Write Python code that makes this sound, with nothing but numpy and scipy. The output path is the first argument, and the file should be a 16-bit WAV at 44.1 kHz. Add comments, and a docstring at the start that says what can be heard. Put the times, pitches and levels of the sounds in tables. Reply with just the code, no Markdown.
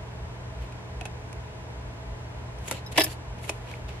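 """A stiff card with metal pin badges is tilted, then flipped by hand above a desk in a quiet room.
Nails tick on the card and it slaps into the other hand, each hit ringing the card's resonances.
The pin clasps rattle and chink in high metal modes. Fingers slide with a grainy rub, the card's
edge scrapes in tiny slips and a fingertip squeaks once.
Behind it sits a bed of ventilation noise, mains hum and a soft low throb."""
import sys
import numpy as np
from scipy import signal
from scipy.fft import rfft, irfft
from scipy.io import wavfile
from scipy.ndimage import uniform_filter1d

SR = 44100
rng = np.random.default_rng(int(sys.argv[2]) if len(sys.argv) > 2 else 0)


def file_out(sig):
    """Save sig as 16-bit WAV at sys.argv[1]."""
    # one column per channel
    cols = np.atleast_2d(sig).T
    # limit, then scale
    lim = np.clip(cols, -1, 1)
    pcm = np.round(lim * 32767).astype(np.int16)
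    wavfile.write(sys.argv[1], SR, pcm)


N = 176400
TIME = np.arange(N) / SR

# the four registers of a tap, in the order thud, body, clack, tick: (low edge [Hz], high edge [Hz])
TAP_REGISTERS = [(290, 480), (560, 1025), (1600, 4460), (5100, 11400)]
# stereo image of each register: (left-right correlation [-1..1])
TAP_IMAGE = [0.97, 0.96, 0.25, -0.35]
# a nail ticks on the held card:
# (time [s], thud [dB], body [dB], clack [dB], tick [dB], clack and tick t60 [s], grip pitch [ratio])
NAIL_HITS = [(.7233, -66, -55, -46, -55, 0.047, 0.95), (1.0111, -35, -33, -30.5, -40, 0.025, 1),
             (1.0545, -47, -35.5, -32.5, -38, 0.045, 1), (1.329, -62, -62, -41, -41.5, 0.019, 0.94),
             (2.586, -66, -63, -52, -51.5, .05, 0.93), (3.442, -62, -58, -36, -57, 0.024, 0.83),
             (3.4937, -24.5, -23.5, -20.5, -26, 0.017, .98), (3.4968, -32, -36, -27.5, -28.5, 0.027, 0.96)]
# the turning card knocks against the hands: columns as in NAIL_HITS
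HAND_HITS = [(2.7121, -26, -24.5, -22.5, -21, .014, 0.77), (2.716, -28.5, -32, -33, -31, 0.023, 0.82),
             (2.7245, -33, -45, -33, -33, 0.022, .81), (2.9583, -46, -50, -42, -46, 0.054, 1),
             (2.9758, -30, -31, -18, -28, 0.036, 1.1), (2.9795, -23, -19, -12, -22, 0.017, 1),
             (2.9815, -22, -12, -11, -22, 0.023, 1), (2.9855, -20, -21, -19, -25.5, 0.047, 1.02),
             (3.005, -26.5, -26, -16.5, -41, 0.044, 1), (3.008, -24.5, -28, -25, -27.5, 0.05, 1),
             (3.0118, -23.5, -25, -17, -34, 0.022, 1), (3.0185, -36, -37, -26, -36, 0.042, 1),
             (3.042, -35, -35, -30, -25, 0.047, .97), (3.065, -36, -42, -31, -52, 0.03, 1)]
# resonances and hollows of the card held still: (frequency [Hz], width [Hz], lift [dB])
HELD_RESONANCES = [(332, 43, 12), (440, 46, 12), (690, 80, 14), (850, 50, 5), (1220, 60, 8), (1500, 70, 11),
                   (1740, 70, 8), (2570, 130, 20), (3300, 150, 6), (5500, 800, 5), (6850, 280, 3),
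                   (9600, 600, 5), (12200, 1800, -5)]
# resonances and hollows of the loose card: (frequency [Hz], width [Hz], lift [dB])
LOOSE_RESONANCES = [(165, 30, 19), (326, 32, 13), (545, 70, -8), (645, 40, 17), (792, 30, 8), (948, 30, 3),
                    (1130, 80, 8), (1380, 220, -2), (1732, 30, 10), (1784, 30, 12), (2038, 50, 7),
                    (2305, 38, 5), (2640, 70, 9), (2860, 50, 8), (3300, 50, 6), (3408, 50, 7),
                    (3750, 60, 3), (4150, 250, -8), (4705, 60, 7)]
# a clasp rattles on its pin: (time [s], level [dB], tilt [dB/octave], ring the fingers leave [0..1])
CLASP_HITS = [(2.863, -48.5, -12, 0.9), (2.919, -54, 2, .6), (2.9756, -26, -7, .35),
              (2.9969, -22, -2.5, 0.66), (3.0173, -24.5, -6, 0.53), (3.036, -22.5, 4, .48),
              (3.0425, -24.5, 7, .45)]
# metal modes of the clasps: (frequency [Hz], relative level [dB], undamped t60 [s])
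CLASP_MODES = [(3931, -11, .09), (5185, -10, .04), (5270, 0, .08), (5450, -10, .04), (9280, -9, .045),
               (9872, -5, .05), (11050, -8, .04), (11700, -6, .04), (11890, -7, .04), (12088, -1, .06),
               (12350, -6, .04), (12750, -8, .04), (13400, -14, .03)]
# skin slides over the card: (peak time [s], rise [s], fall [s], level [dB], hiss trim [dB])
FINGER_STROKES = [(.625, 0.015, 0.033, -50.5, -10), (2.684, 0.0078, 0.003, -41, 7),
                  (2.72, 0.062, 0.03, -44, 0), (2.775, 0.048, 0.022, -47, -12),
                  (2.922, 0.0036, 0.0076, -40, 2), (2.972, 0.013, 0.03, -33, -9),
                  (3.07, 0.068, 0.026, -44, 0), (3.128, 0.025, 0.012, -45.5, 4.5),
                  (3.385, 0.0064, 0.013, -50.5, -10), (3.44, 0.017, 0.034, -48, 4),
                  (3.488, 0.01, 0.022, -42.5, -3), (3.545, .03, 0.074, -58, -1),
                  (3.705, 0.045, 0.087, -49, -10), (3.715, 0.0015, 0.002, -39, -17),
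                  (3.887, 0.004, 0.01, -42, -17), (3.901, 0.012, 0.12, -51.5, -21)]
# colour of the skin's rub: (frequency [Hz], relative level [dB])
RUB_SPECTRUM = [(200, 1.5), (500, 3.5), (1300, -7.5), (2600, 1), (5000, -11), (12000, -21)]
# colour of the skin's hiss: (frequency [Hz], relative level [dB])
HISS_SPECTRUM = [(3000, -4), (5200, -6), (7300, 6.5), (8500, 0), (9500, 5), (11500, 4), (12500, 0),
                 (14500, -18)]
# stereo image of the slides: (frequency [Hz], left-right correlation [-1..1])
SLIDE_IMAGE = [(200, 0.99), (700, 0.89), (2000, 0.21), (4000, 0.21), (8000, -0.31), (13000, -0.62)]
# the card's edge catches: (peak time [s], half length [s], resonance [Hz], level [dB])
EDGE_CATCHES = [(2.683, 0.0056, 2600, -45), (2.686, 0.0031, 7000, -37), (2.75, 0.027, 2700, -49),
                (2.76, .022, 7250, -54), (2.778, .014, 4000, -50.5), (2.925, 0.0052, 3830, -44),
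                (2.998, 0.0029, 3350, -25), (3.021, 0.0065, 4700, -32), (3.117, 0.016, 4570, -47.5),
                (3.688, .018, 2440, -51.5)]
# colour of the ventilation and microphone hiss: (frequency [Hz], relative level [dB])
AIR_SPECTRUM = [(15, -45), (25, -25), (36, -12), (52, -0.5), (73, -3), (100, -3.5), (145, -10),
                (215, -15.5), (310, -14.5), (385, -18), (420, -15.5), (490, -13), (545, -18.5),
                (650, -10.5), (710, -17.5), (800, -19), (850, -17), (1010, -14), (1100, -21), (1320, -22.5),
                (1600, -21.5), (2500, -25.5), (4500, -33.5), (8200, -38), (9000, -43.5), (11500, -44.5),
                (14000, -58)]
# stereo image of the ventilation: (frequency [Hz], left-right correlation [-1..1])
AIR_IMAGE = [(80, 1), (160, 0.88), (280, 0.34), (490, 0.4), (555, 0.23), (650, 0.58), (740, 0.58),
             (1000, 0.29), (1120, 0.074), (2000, -0.25), (3300, -0.55), (12000, -0.66)]
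# tones of the hum: (frequency [Hz], level [dB])
HUM_TONES = [(77, -48.5), (119.8, -43), (179.5, -55), (360, -62.5), (419.7, -58.5), (479.5, -65.5),
             (839.6, -60.5)]
# swells of the low throb: (peak time [s], level [dB])
THROB_SWELLS = [(0.231, -36.5), (.61, -34), (.99, -35.5), (1.381, -38.5), (1.779, -36.5), (2.117, -34),
                (2.371, -36), (2.6, -38), (3.311, -34.5), (3.868, -35.5)]


def card_taps(hits, resonances, spike):
    """Each tap is a spike and a short crunch that ring the card; the grip shifts its resonances."""
    out = np.zeros((2, N))
    low_linger, low_spike = 1.2, 0.66  # thud and body ring longer and have their own attack
    for start, *levels_db, t60, pitch in hits:
        gripped = [(hz * pitch, width_hz, lift_db) for hz, width_hz, lift_db in resonances]
        contacts = [(t60 * low_linger, low_spike)] * 2 + [(t60, spike)] * 2
        for band, db, image, (decay_s, attack) in zip(TAP_REGISTERS, levels_db, TAP_IMAGE, contacts):
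            push = crunch(decay_s)
            push[0, 0] += attack
            bandpass = signal.butter(3, band, "band", fs=SR, output="sos")
            mid, side = card_body(signal.sosfilt(bandpass, push + 1e-18), gripped)
            side = side - mid * (side @ mid) / (mid @ mid)  # decorrelate side from mid
            ring = [mid / np.linalg.norm(mid), side / np.linalg.norm(side)]
            gain = from_db(db) * np.sqrt(decay_s * SR / np.log(1e6))  # longer taps carry more energy
            add(out, start, stereo(ring, image) * gain)
    return out


def card_body(x, resonances):
    """The card colours a contact with one peak or hollow after another."""
    for hz, width_hz, lift_db in resonances:
        poles = resonator_poles(hz, width_hz)
        zeros = np.array([1, 0, -1]) * (1 - poles[2]) / 2  # unity gain at the peak
        x = x + (from_db(lift_db) - 1) * signal.lfilter(zeros, poles, x)
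    return x


def clasp_chinks():
    """A brief dry rattle sets the clasps' small metal modes ringing, damped by the fingers."""
    out, t = np.zeros((2, N)), TIME[:SR // 3]
    highpass = signal.butter(2, 8500, "high", fs=SR, output="sos")
    ear_phase = np.array([[2.12], [0]])  # radians: left and right ring out of step
    for start, db, tilt_db, ring_share in CLASP_HITS:
        rattle = crunch(t60=0.029)
        clicks = signal.sosfilt(highpass, rattle + 1e-18)
        add(out, start, clicks / np.abs(clicks).max() * from_db(db - 13))  # bare contacts, tucked under
        for hz, mode_db, t60 in CLASP_MODES:
            mode = np.sin(2 * np.pi * hz * t + ear_phase) * from_db(-60 * t / (t60 * ring_share))
            ring = signal.fftconvolve(rattle[:1], mode, axes=1)[:, :len(t)]
            peak = from_db(db + mode_db + tilt_db * np.log2(hz / 10000))
            add(out, start, ring / np.abs(ring).max() * peak)
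    return out


def finger_slides():
    """Grainy friction, a rub with a hiss on top, swells and fades under each finger stroke."""
    grain_db, hiss_db = 2, -4.5
    rub, hiss = 0, 0
    for peak_s, rise, fall, db, trim_db in FINGER_STROKES:
        progress = (TIME - peak_s) / np.where(TIME < peak_s, rise, fall)
        stroke = from_db(db) / np.cosh(np.clip(progress, -20, 20)) ** 1.75
        rub += stroke
        hiss += stroke * from_db(trim_db + hiss_db)
    roughness = unit_rms(uniform_filter1d(rng.standard_normal(N), size=60))
    grain = unit_rms(from_db(grain_db * roughness))
    return grain * (rub * noise(RUB_SPECTRUM, SLIDE_IMAGE) + hiss * noise(HISS_SPECTRUM, SLIDE_IMAGE))


def edge_scrapes():
    """The edge catches: each uneven run of tiny slips rings one resonance of the card."""
    out = np.zeros((2, N))
    slips_per_s, spread_db = 1700, 2
    for peak_s, half_length, hz, db in EDGE_CATCHES:
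        slipping = rng.random(N) < slips_per_s / SR
        strength = from_db(spread_db * np.minimum(rng.exponential(1, N), 4))
        slips = slipping * strength * rng.choice([-1, 1], (2, N))
        ring = signal.lfilter([1, 0, -1], resonator_poles(hz, width_hz=410), slips + 1e-18)
        out += from_db(db) * swell(peak_s, half_length) * unit_rms(ring)
    return out


def fingertip_squeak():
    """One tiny stick-slip pip, right of centre."""
    pip = from_db(-29.5) * swell(peak_s=3.74, half_length=0.00073) * np.sin(2 * np.pi * 2340 * TIME)
    return pip * from_db([[-2], [2]])


def room_tail(x):
    """The room answers with a faint, short diffuse tail."""
    return from_db(-15.5) * signal.fftconvolve(x, crunch(t60=0.15), axes=1)[:, :N]


def room_tone():
    """Steady ventilation noise and mains hum, with a low throb whose pitch differs on each swell."""
    hum = sum(from_db(db) * np.sin(2 * np.pi * (hz * TIME + rng.random())) for hz, db in HUM_TONES)
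    throb = 0
    for peak_s, db in THROB_SWELLS:
        hz = 60.6 * (1 + 0.045 * rng.normal())
        tone = np.sin(2 * np.pi * (hz * (TIME - peak_s) + rng.random()))
        throb += from_db(db) * swell(peak_s, half_length=0.026) * tone
    ventilation = from_db(-41) * noise(AIR_SPECTRUM, AIR_IMAGE)
    return ventilation + np.sqrt(2) * (hum + throb)  # sine levels are rms


def crunch(t60):
    """Two runs of dying micro-contacts, each of unit energy and even in colour."""
    t = TIME[:SR // 3]
    fade = from_db(-60 * t / t60)
    x = rng.standard_normal((2, len(t))) * fade
    for _ in range(2):  # flatten the spectrum, then fade the tail again
        spectrum = rfft(x)
        x = irfft(spectrum / (np.abs(spectrum) + 1e-12), len(t)) * np.minimum(1, 10 * fade)
    return x / np.sqrt(np.sum(x ** 2, axis=1, keepdims=True))


def noise(spectrum, image):
    """Steady coloured stereo noise, rms 1."""
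    hz = np.arange(N // 2 + 1) * SR / N
    white = stereo(rfft(rng.standard_normal((2, N))), at_hz(image, hz))
    return unit_rms(irfft(white * from_db(at_hz(spectrum, hz)), N))


def stereo(pair, correlation):
    """Mix two unrelated signals as mid and side to a given left-right correlation."""
    correlation = np.clip(correlation, -.999, .999)
    mid, side = np.sqrt(1 + correlation) * pair[0], np.sqrt(1 - correlation) * pair[1]
    return np.array([mid + side, mid - side]) / np.sqrt(2)


def resonator_poles(hz, width_hz):
    """Feedback coefficients of one damped resonance."""
    radius = np.exp(-np.pi * width_hz / SR)
    return [1, -2 * radius * np.cos(2 * np.pi * hz / SR), radius * radius]


def swell(peak_s, half_length):
    """A bell-shaped envelope."""
    return np.exp(-.5 * ((TIME - peak_s) / half_length) ** 2)


def at_hz(points, hz):
    """Read a curve on a log-frequency axis."""
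    frequencies, values = np.transpose(points)
    return np.interp(np.log(hz + 1e-9), np.log(frequencies), values)


def from_db(db):
    """Decibels to gain."""
    return 10 ** (np.asarray(db) / 20)


def unit_rms(x):
    """Scale to rms 1."""
    return x / np.sqrt(np.mean(x ** 2) + 1e-20)


def add(out, start_s, sound):
    """Mix a stereo sound in at its cue."""
    i = int(start_s * SR)
    out[:, i:i + sound.shape[1]] += sound[:, :N - i]


def scene():
    """The handled card up front, its short room tail and the room tone behind."""
    ticks = card_taps(NAIL_HITS, HELD_RESONANCES, spike=0.88) * from_db([[-.9], [.9]])  # a touch right
    knocks = card_taps(HAND_HITS, LOOSE_RESONANCES, spike=0.48)
    handling = ticks + knocks + clasp_chinks() + finger_slides() + edge_scrapes() + fingertip_squeak()
    return handling + room_tail(handling) + room_tone()


def record(dry):
    """A steep low-pass takes off the very top."""
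    return signal.sosfiltfilt(signal.butter(12, 14500, fs=SR, output="sos"), dry)


dry = scene()
out = record(dry)
file_out(out)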